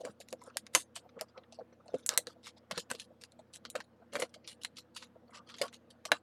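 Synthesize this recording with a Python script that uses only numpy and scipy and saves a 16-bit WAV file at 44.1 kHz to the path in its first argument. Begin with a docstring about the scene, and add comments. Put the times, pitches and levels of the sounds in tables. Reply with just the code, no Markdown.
"""A blade stabs and saws along a stiff plastic shell glued to a card, held down by a hand on a wooden table.
From the start a quiet room hums (filtered noise and tones), strokes rasp and the squeezed wall creaks (gritty noise).
Within a tenth of a second short low pops and dull knocks join (swelling, dying sines), and the wall begins to
crack and buckle (noise snaps with damped modes). Before one second the blade rings once (damped steel modes);
the other sounds go on irregularly to the end."""
import sys
import numpy as np
from scipy import signal
from scipy.fft import rfft, irfft
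from scipy.io import wavfile
from scipy.ndimage import uniform_filter1d

SR = 44100
rng = np.random.default_rng(int(sys.argv[2]) if len(sys.argv) > 2 else 0)


def rack_gain(trim_db):
    """Turn a fader trim in dB into the linear factor to multiply a signal by."""
    fader = np.asarray(trim_db, float)
    return 10 ** (fader / 20)


def master_out(mix):
    """Clip the mix to full scale and print it as 16-bit PCM to the path in sys.argv[1]."""
    frames = np.transpose(np.atleast_2d(mix))
    ceiling = np.clip(frames, -1, 1)
    pcm = np.round(ceiling * 32767).astype(np.int16)
    wavfile.write(sys.argv[1], SR, pcm)


N = 274302  # length in samples

# Three ranges in which the wall radiates, as filter responses: f/Hz, level/dB
WALL_LOW = [(500, -21.5), (900, -1.5), (2200, -1.5), (3000, -18.5), (6000, -56.5)]
WALL_MIDDLE = [(1500, -49), (2700, 0), (4100, 2.5), (6000, -4.5), (7500, -20.5), (12000, -54.5)]
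WALL_HIGH = [(4500, -26.5), (7000, 6), (10000, 4.5), (12500, -6.5), (16500, -34)]


def evened(x):
    """Normalizes the mean power: rms 1."""
    return x / np.sqrt(np.mean(x ** 2) + 1e-20)


def peaked(x):
    """Normalizes the largest excursion: peak 1."""
    return x / (abs(x).max() + 1e-20)


def colour(x, points):
    """Linear filtering in the frequency domain: (Hz, dB) points joined on a log-frequency axis."""
    f, level_db = np.transpose(points)
    hz = np.fft.rfftfreq(len(x), 1 / SR)
    gain_db = np.interp(np.log(hz + 1), np.log(f + 1), level_db)
    return irfft(rfft(x) * rack_gain(gain_db), len(x))


def add(mix, s, sound):
    """Superposition: mixes a sound in at time s, cut at the end of the mix."""
    part = mix[max(round(s * SR), 0):][:len(sound)]
    part += sound[:len(part)]


def scattered(per_s):
    """Independent random moments, each with a size from -8 to 0 dB and a spare share 0-1."""
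    count = round(per_s * N / SR)
    return rng.random((count, 3)) * [N / SR, -8, 1]


def ring(modes, t, spread_db, detune):
    """Modal decay: a sum of dying sines; each blow lands elsewhere, so weights and pitches vary."""
    hz, db, t60 = np.transpose(modes)[:, :, None]
    luck = rng.standard_normal((3, len(modes), 1))
    level = rack_gain(db + spread_db * luck[0] - 60 * t / t60)
    phase = 2 * np.pi * hz * (1 + detune * luck[1]) * t + luck[2] / 2
    return (level * np.sin(phase)).sum(0)


def gritty(length, per_s, size_db, ranges, calm_s=0.):
    """Stick-slip: uneven micro-slips modulate noise; random spectral bumps make every spot of the wall differ."""
    sizes = rack_gain(size_db * np.minimum(rng.exponential(1, length), 5))
    slips = sizes * (rng.random(length) < per_s / SR)
    slips *= np.arange(length) >= calm_s * SR  # no slips before calm_s
    rattle_s = .0005  # time constant of each slip
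    force = signal.lfilter([1], [1, -np.exp(-1 / (rattle_s * SR))], slips) + .6  # over a steady friction floor
    bumps_db = [(hz, 4.0 * rng.standard_normal()) for hz in np.geomspace(500, 16000, num=48)]
    noise = colour(force * rng.standard_normal(length), bumps_db)
    return [colour(noise, band) for band in ranges]


def push(length):
    """Amplitude envelope of the hand force over a stroke of length s: bites in quickly, fades more slowly."""
    progress = np.clip(np.arange(8192) / SR / length, 0, 1)
    return np.sin(np.pi * progress ** 0.72) ** 1.32


def room_tone():
    """Stationary background: patchy filtered noise with the steady and narrow-band lines of a distant fan."""
    # Spectrum of the air noise before its rms is set: f/Hz, level/dB
    air = [(18, -27), (45, -30), (70, -18.5), (100, -8), (217, 8), (399, -9.5), (480, 9), (562, 1),
           (881, -7), (1450, -10.5), (2280, -19), (3210, -21.5), (8000, -35), (16500, -37.5)]
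    # Steady fan tones: f/Hz, rms level/dB
    fan_lines = [(86, -65), (119.5, -65)]
    # Fuzzy hum lines: f/Hz, half-power width/Hz, rms level/dB
    hum = [(184.3, 11, -72), (238.5, 5.2, -59.5), (327.4, 17, -63), (497, 5.4, -70)]
    air_db = -55.5  # rms
    frames = N // 256 + 5
    a, b, patches = rng.standard_normal((frames, 513, 3)).T
    patches = uniform_filter1d(uniform_filter1d(patches, 10, 0), 8, 1)  # smooth over frequency, then time
    patches_db = 2.0 * evened(patches)
    patchy = signal.istft((a + 1j * b) * rack_gain(patches_db), nperseg=1024, noverlap=768)[1][:N]
    out = rack_gain(air_db) * evened(colour(patchy, air))
    t = np.arange(N) / SR
    for line_hz, db in fan_lines:
        out += rack_gain(db) * evened(np.sin(2 * np.pi * (line_hz * t + rng.random())))
    for line_hz, width, db in hum:
        r = np.exp(-np.pi * width / SR)  # pole radius
        drive = rng.standard_normal(N) + 1j * rng.standard_normal(N)
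        waver = signal.lfilter([1 - r], [1, -r], drive)
        out += rack_gain(db) * evened((waver * np.exp(2j * np.pi * line_hz * t)).real)
    return out


def rasp():
    """Sliding friction: the edge drags through plastic, dense slips under the push of the hand."""
    # Strokes: start t/s, length/s, middle-range rms level before the push/dB, high range re middle/dB
    strokes = [(0, .03, -61.5, -4.5), (0.027, 0.11, -63, -10.5), (0.209, 0.026, -59, -21),
               (0.365, 0.21, -68.5, -22.5), (0.536, .03, -67, -18.5), (0.733, 0.11, -49.5, 4.5),
               (0.945, 0.047, -61.5, -8), (1.276, .05, -69.5, -19), (1.859, 0.28, -68, -12),
               (2.091, .09, -50.5, -9.5), (2.269, 0.085, -65, -8.5), (2.428, 0.092, -54.5, -11),
               (2.564, 0.034, -62.5, -17), (2.739, .075, -53, -15), (2.895, 0.077, -61, -1),
               (2.975, 0.1, -60, -3.5), (3.529, .06, -59.5, 2.5), (3.761, 0.083, -69.5, -8.5),
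               (4.12, 0.043, -54.5, -15), (4.177, 0.092, -52.5, -9), (4.442, 0.029, -60.5, -29.5),
               (4.465, 0.1, -58, -2), (4.613, 0.02, -58, -10), (4.757, 0.046, -57, -10),
               (4.944, .049, -58, -3), (4.983, .1, -60, -8.5), (5.329, .08, -57, -13),
               (5.461, 0.1, -61, -14), (5.574, 0.063, -60, -14), (5.618, 0.074, -57, -5),
               (5.723, 0.062, -63.5, -6), (6.116, .09, -62, -4)]
    slips_per_s, low_share_db = 700, -3.5  # low range re middle
    out = np.zeros(N)
    for s, length, db, high_db in strokes:
        bands = gritty(8192, slips_per_s, 3.0, (WALL_LOW, WALL_MIDDLE, WALL_HIGH))
        low, middle, high = (evened(part) for part in bands)
        grit = middle + rack_gain(low_share_db) * low + rack_gain(high_db) * high
        add(out, s, rack_gain(db) * push(length) * grit)
    return out


def creaks():
    """Stick-slip into two filters: sparse slips of the squeezed wall thump in the cavity and squeak in the wall."""
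    # Creaks: start t/s, length/s, cavity rms level before the push/dB, squeak re cavity/dB
    squeezes = [(0, 0.029, -44.5, -22), (0.052, 0.076, -45, -10.5), (0.413, 0.17, -59.5, 0),
                (0.756, 0.032, -44, -2), (1.026, 0.066, -54, -13.5), (1.151, 0.064, -55.5, -3.5),
                (1.205, 0.06, -53, -3), (1.336, 0.12, -57, -2), (1.598, 0.031, -47.5, -9),
                (1.796, 0.028, -59, -0.5), (1.851, 0.21, -58.5, -3.5), (2.091, 0.099, -49, 0),
                (2.171, 0.058, -47.5, -42), (2.292, 0.032, -59, 1.5), (2.627, 0.058, -63, -4),
                (2.718, 0.072, -54.5, -4), (2.776, 0.049, -61, -17), (2.92, 0.044, -57, -12.5),
                (3.771, 0.042, -48, -9), (4.009, 0.051, -60.5, 1), (4.14, 0.11, -42.5, -19.5),
                (4.233, 0.046, -51, -9), (4.996, 0.1, -62.5, -0.5), (5.137, .059, -58, -7),
                (5.267, 0.18, -63.5, 4), (5.327, 0.14, -62.5, 3.5), (5.446, 0.15, -59.5, 0),
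                (5.621, 0.058, -40, -4.5), (6.071, .04, -48, -8), (6.124, 0.065, -54, 4)]
    # Response of the shell cavity: f/Hz, level/dB
    hollow_response = [(300, -23), (400, -3.5), (500, 6), (620, 3), (800, -15), (1100, -33), (3000, -47)]
    # Response of the squeaking wall: f/Hz, level/dB
    squeak_response = [(600, -24), (950, -3.5), (1250, -1.5), (1550, -9), (2200, -23), (4000, -51.5)]
    out = np.zeros(N)
    for s, length, db, squeak_db in squeezes:
        bands = gritty(8192, 300, 0.93, (hollow_response, squeak_response))
        hollow, squeak = (evened(part) for part in bands)
        add(out, s, rack_gain(db) * push(length) * (hollow + rack_gain(squeak_db) * squeak))
    return out


def pops():
    """Cavity resonance: the air-filled shell swings up in a few ms and dies; neighbour modes beat with it."""
    # Pops: t/s, peak level/dB, nominal pitch f/Hz
    shell_pops = [(0.036, -39, 515), (0.05, -33, 510), (0.201, -43, 564), (0.327, -34, 532),
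                  (0.416, -46.5, 969), (0.475, -42, 508), (0.56, -39.5, 548.4), (0.749, -26, 546),
                  (0.965, -46, 681), (1.174, -43, 475.8), (1.211, -34.5, 629.7), (1.377, -41.5, 530),
                  (1.523, -45, 654.6), (1.588, -35.5, 644), (1.613, -40, 494), (1.725, -43, 515),
                  (1.858, -46, 662), (1.883, -42, 602), (1.921, -43, 485.4), (1.941, -22.5, 511.3),
                  (2.09, -44.5, 583.5), (2.175, -33.5, 518), (2.271, -40.5, 499.3), (2.389, -48, 480.5),
                  (2.568, -49, 644), (2.71, -34.5, 569.4), (2.774, -34.5, 486), (2.912, -37.5, 523.4),
                  (2.948, -40, 448), (3.107, -42.5, 502), (3.39, -42.5, 648), (3.653, -42, 473),
                  (3.752, -28.5, 526), (4.001, -45.5, 460), (4.019, -47, 678), (4.131, -40.5, 552),
                  (4.154, -31, 574), (4.193, -31, 497), (4.224, -26, 510.5), (4.36, -46, 628),
                  (5.158, -47, 486), (5.29, -48, 696), (5.359, -44, 587.7), (5.561, -43.5, 446),
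                  (5.592, -44.5, 664), (5.614, -24, 552), (6.054, -40.5, 628), (6.117, -24.5, 586)]
    # Cavity modes: multiple of the pitch, relative level/dB
    cavity = [(1, 0), (1.13, -8), (1.3, -14), (.84, -10)]
    cavity_t60_s = .045
    # Faint pops as the fingers shift, at random: 2.5 per s, at most -50 dB, 470-700 Hz
    murmurs = [(s, -50 + db, np.interp(share, (0, 1), (470, 700))) for s, db, share in scattered(2.5)]
    t = np.arange(8192) / SR
    swell = (1 - np.exp(-t / 0.0023)) ** 2
    out = np.zeros(N)
    for s, peak_db, hz in shell_pops + murmurs:
        modes = [(hz * k, db, cavity_t60_s) for k, db in cavity]
        body = ring(modes, t, 2.5, .015)
        add(out, s - .001, rack_gain(peak_db) * peaked(body * swell))  # the swell starts 1 ms early
    return out


def bumps():
    """Structure-borne transmission: dull low knocks of the card on the table top, two damped modes each."""
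    # Bumps: t/s, peak level/dB, nominal pitch f/Hz
    knocks = [(0.048, -49.5, 287), (0.088, -43.5, 210.2), (0.757, -39, 306.3), (1.941, -40.5, 266.8),
              (2.262, -51, 274), (2.715, -43, 189), (2.767, -42.5, 179.1), (2.903, -45, 247.2),
              (3.756, -51.5, 279.7), (4.152, -46.5, 281), (4.219, -47, 317), (5.31, -46.5, 229.6),
              (5.675, -49, 233.5), (6.116, -37.5, 300)]
    t = np.arange(8192) / SR
    swell = (1 - np.exp(-t / 0.0076)) ** 2
    out = np.zeros(N)
    for s, peak_db, hz in knocks:
        modes = [(hz, 0, .09), (hz * .6, -8, .07)]  # Hz, dB, t60 s
        body = ring(modes, t, 1.5, .02)
        add(out, s, rack_gain(peak_db) * peaked(body * swell))
    return out


def cracks():
    """Impulsive fracture: a snap of a few ms in three ranges, a crackly after-rattle, and damped shell modes."""
    # Cracks: t/s, middle-range peak level/dB, low rms re that peak/dB, high rms re that peak/dB,
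    # after-rattle re snap/dB
    snaps = [(0.0501, -36.5, -12, -15, -5), (0.107, -66, -10, -3, -1), (0.2016, -45, -30, -12, 4),
             (0.212, -44, -13, -24, -18), (0.2853, -43, -17, -18, -18), (0.3044, -51, -28, -14, -5),
             (0.3266, -31.5, -17, -18, -20.5), (0.416, -61.5, 2, -7, -5), (0.4374, -57, -27, -2.5, -21),
             (0.461, -56.5, -9.5, -9, -3), (0.5001, -49.5, -17, -39, -34),
             (0.5693, -22, -18.5, -13.5, -12.5), (0.6655, -40, -14.5, -20.5, -18),
             (0.7491, -13.5, -10, -11.5, -2.5), (0.9544, -42.5, -22, -6.5, 17.5),
             (0.9604, -36.5, -12.5, -13.5, 5), (1.0904, -56.5, -3, -39.5, -4.5), (1.19, -51.5, 0, -23.5, 7),
             (1.2101, -26, -23, -17, -16), (1.3764, -45.5, -12.5, -35, -6.5), (1.4353, -56, -5, -28, -3.5),
             (1.5231, -45.5, -24, -20.5, -4.5), (1.5441, -51.5, -16.5, -20, -4),
             (1.5878, -57.5, -7, -27.5, 4), (1.726, -60.5, 3, -27.5, -1), (1.8582, -60.5, -13.5, -13, -7),
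             (1.8801, -47.5, -13, -25, -13.5), (1.9422, -46.5, -10, -18.5, -5.5),
             (1.984, -56.5, -14, -8.5, -9.5), (1.999, -63.5, -19, -9.5, -20.5), (2.062, -38, -18.5, 5, -10),
             (2.0903, -16.5, -24, -13.5, -19.5), (2.175, -17, -17, -6, -19),
             (2.2692, -31.5, -17.5, -23, -13), (2.4309, -61, -3.5, -25.5, -15),
             (2.4473, -49, -18, -18, 13.5), (2.4672, -47, -3, -8.5, 6), (2.578, -55.5, -19, -31, -6),
             (2.7104, -29.5, -9.5, -21, -3.5), (2.7763, -25.5, -15.5, -20, 1), (2.7947, -36, -37, -13.5, 7),
             (2.9008, -39, -5.5, -10.5, -1), (2.9129, -28.5, -8.5, -9.5, -18),
             (2.9496, -35, -22.5, -26.5, -9.5), (2.997, -32, -25.5, -20, -1.5),
             (3.2116, -47, -15, -15, 6.5), (3.2365, -33, -21.5, -25, -7), (3.3197, -49, -19.5, -19, -17.5),
             (3.3908, -55, -9, -15, -5), (3.5357, -45, -22.5, -11, 9.5), (3.6508, -32, -14.5, -36, -6.5),
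             (3.7001, -39, -28, -8.5, -12), (3.753, -36, -2, -14.5, -6.5), (3.8028, -39, -5, -26, -7),
             (3.84, -55.5, -13.5, -19, -5.5), (4.1338, -44.5, -5.5, -9, -4),
             (4.1534, -32, -3.5, -19.5, -1.5), (4.1657, -48.5, 7, -6, -10), (4.1973, -40, -6, -1, 10),
             (4.2196, -29, -6.5, -16.5, 9), (4.2934, -54.5, -26, -20.5, -6), (4.34, -46, -9, -16.5, 2.5),
             (4.4747, -35.5, -22.5, -19, 7), (4.6184, -54.5, -30, -13.5, 14), (4.634, -36, -25, -16, -13.5),
             (4.6473, -26, -15.5, -18.5, -11.5), (4.7684, -41.5, -23, -22, 4.5),
             (4.783, -40.5, -17.5, -17.5, 8), (4.9634, -35.5, -14, -17.5, 8.5), (4.973, -46, -24, -17, 0),
             (5.0244, -39.5, -12, -28.5, -4), (5.07, -61.5, -6.5, -16.5, -15.5), (5.28, -59, -8, -25, -7),
             (5.305, -59, -3.5, -13, -3), (5.3442, -52, -3, -13.5, 13), (5.496, -46.5, -9, -22, 14),
             (5.5404, -41.5, -12.5, -30, -1), (5.565, -53.5, -9.5, -14.5, -3.5),
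             (5.5836, -39.5, -17, -22, 4), (5.614, -23.5, -14.5, -16.5, 28), (5.68, -45, -9.5, -27, -11.5),
             (5.7274, -53.5, -4.5, -13, -14), (5.7374, -46.5, -14, -17.5, 15),
             (5.903, -46, -14.5, -18.5, 5.5), (6.0518, -33, -12.5, -15, -0.5), (6.117, -18, -3, -20.5, -9)]
    # Faint random tick: greatest peak level/dB, then low, high and after-rattle/dB as for the cracks
    tick = (-64.5, -9, -17.5, -10)
    # Modes of the shell: nominal f/Hz, relative level/dB, T60/s
    shell = [(1140, 10.5, 0.012), (1275, -9, 0.064), (1603, 8, 0.037), (1910, -1.5, 0.028),
             (2720, 6.5, 0.015), (3857, -9, 0.042)]
    snap_t60_s = [.018, .006, .005]  # low, middle, high: treble dies first
    # A crack of gentle_db rattles for gentle_t60_s; each halving_db harder halves it
    gentle_t60_s, gentle_db, halving_db = 0.1, -43.5, 32.5
    head = slice(0, round(0.0084 * SR))  # span over which the low and high rms are set
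    ticks = [(s, tick[0] + db, *tick[1:]) for s, db, _ in scattered(2.5)]  # 2.5 per s, from the strained wall
    t = np.arange(6144) / SR
    rise = np.minimum(t / 0.000067, 1)
    out = np.zeros(N)
    for s, peak_db, low_db, high_db, rattle_db in snaps + ticks:
        t60 = gentle_t60_s * 2 ** ((gentle_db - peak_db) / halving_db)
        fall_db = -60 * (t / max(t60, .01)) ** 0.67  # drops fast, then lingers
        rattle = rack_gain(rattle_db + fall_db) * (1 - np.exp(-t / 0.00056))
        bands = gritty(len(t), 500, 1.5, (WALL_LOW, WALL_MIDDLE, WALL_HIGH), calm_s=.004)
        low, middle, high = (evened(part) * (rack_gain(-60 * t / quick) + rattle) * rise
                             for part, quick in zip(bands, snap_t60_s))
        modes = ring(shell, t, 4, .04)
        low = low + rack_gain(-1.5) * peaked(modes)
        low, high = (part / np.sqrt(np.mean(part[head] ** 2)) for part in (low, high))
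        crack = peaked(middle) + rack_gain(low_db) * low + rack_gain(high_db) * high
        add(out, s + 0.00094, rack_gain(peak_db) * crack)
    # the cracks carry nothing below about 350 Hz
    return signal.sosfilt(signal.butter(2, 350, "high", fs=SR, output="sos"), out)


def blade():
    """Free vibration: the steel rings on in damped modes, some close together, when it breaks through."""
    # Ringing hits: t/s, peak level/dB
    hits = [(.749, -20.5)]
    # Modes of the steel: nominal f/Hz, relative level/dB, T60/s
    steel_modes = [(975, 2, .06), (1296, 0, .06), (2702, -7, .1), (4109, -10, .09), (6277, -5, .13),
                   (6372, 0, .14), (6458, -5, .13), (7338, -6, .13), (7693, -10, .12), (9130, -8, .12),
                   (9445, -6, .135), (11330, -9, .1), (13360, -14, .11)]
    t = np.arange(12000) / SR
    swell = (1 - np.exp(-t / .001)) ** 2
    out = np.zeros(N)
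    for s, peak_db in hits:
        steel = ring(steel_modes, t, 1.2, .0003) * swell
        add(out, s, rack_gain(peak_db) * peaked(steel))
    return out


def room(x):
    """Diffuse reverberation: convolution with a short noise tail; soft furnishings swallow the treble."""
    t = np.arange(SR // 4) / SR
    tail = rng.standard_normal(len(t)) * rack_gain(-60 * t / .11) * (t > .003)  # T60 0.11 s, after 3 ms
    tail = signal.lfilter([1], [1, -.45], tail)
    return signal.oaconvolve(x, tail / np.linalg.norm(tail))[:N]


def scene():
    """Superposition of the package sounds, their echo and the room tone."""
    near = cracks() + pops() + bumps() + blade() + rasp() + creaks()
    echo = rack_gain(-19) * room(near)
    return (near + echo + room_tone())[None]


def suppress(x, over_db, depth_db):
    """Spectral subtraction: bins near their usual quiet level are turned down, which cuts tails short."""
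    z = signal.stft(x, nperseg=512, noverlap=384)[2]
    power = uniform_filter1d(abs(z) ** 2, size=5, axis=-1)  # over time
    power = uniform_filter1d(power, size=7, axis=-2)  # over frequency
    quiet = np.percentile(power, q=25, axis=-1, keepdims=True)
    power_gain = 1 - rack_gain(over_db) ** 2 * quiet / (power + 1e-20)
    gain = np.sqrt(np.clip(power_gain, rack_gain(depth_db) ** 2, 1))
    return signal.istft(z * gain, nperseg=512, noverlap=384)[1][:, :N]


def low_pass(x):
    """Removes everything above the highest recorded frequency."""
    return signal.sosfilt(signal.butter(12, 16860, fs=SR, output="sos"), x)


def record(dry):
    """High-pass transduction by a small microphone without deep bass, then noise suppression."""
    thin = signal.sosfilt(signal.butter(3, 50, "high", fs=SR, output="sos"), dry)
    finished = suppress(thin, over_db=5.72, depth_db=-11.5)
    return low_pass(finished)


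dry = scene()
out = record(dry)
master_out(out)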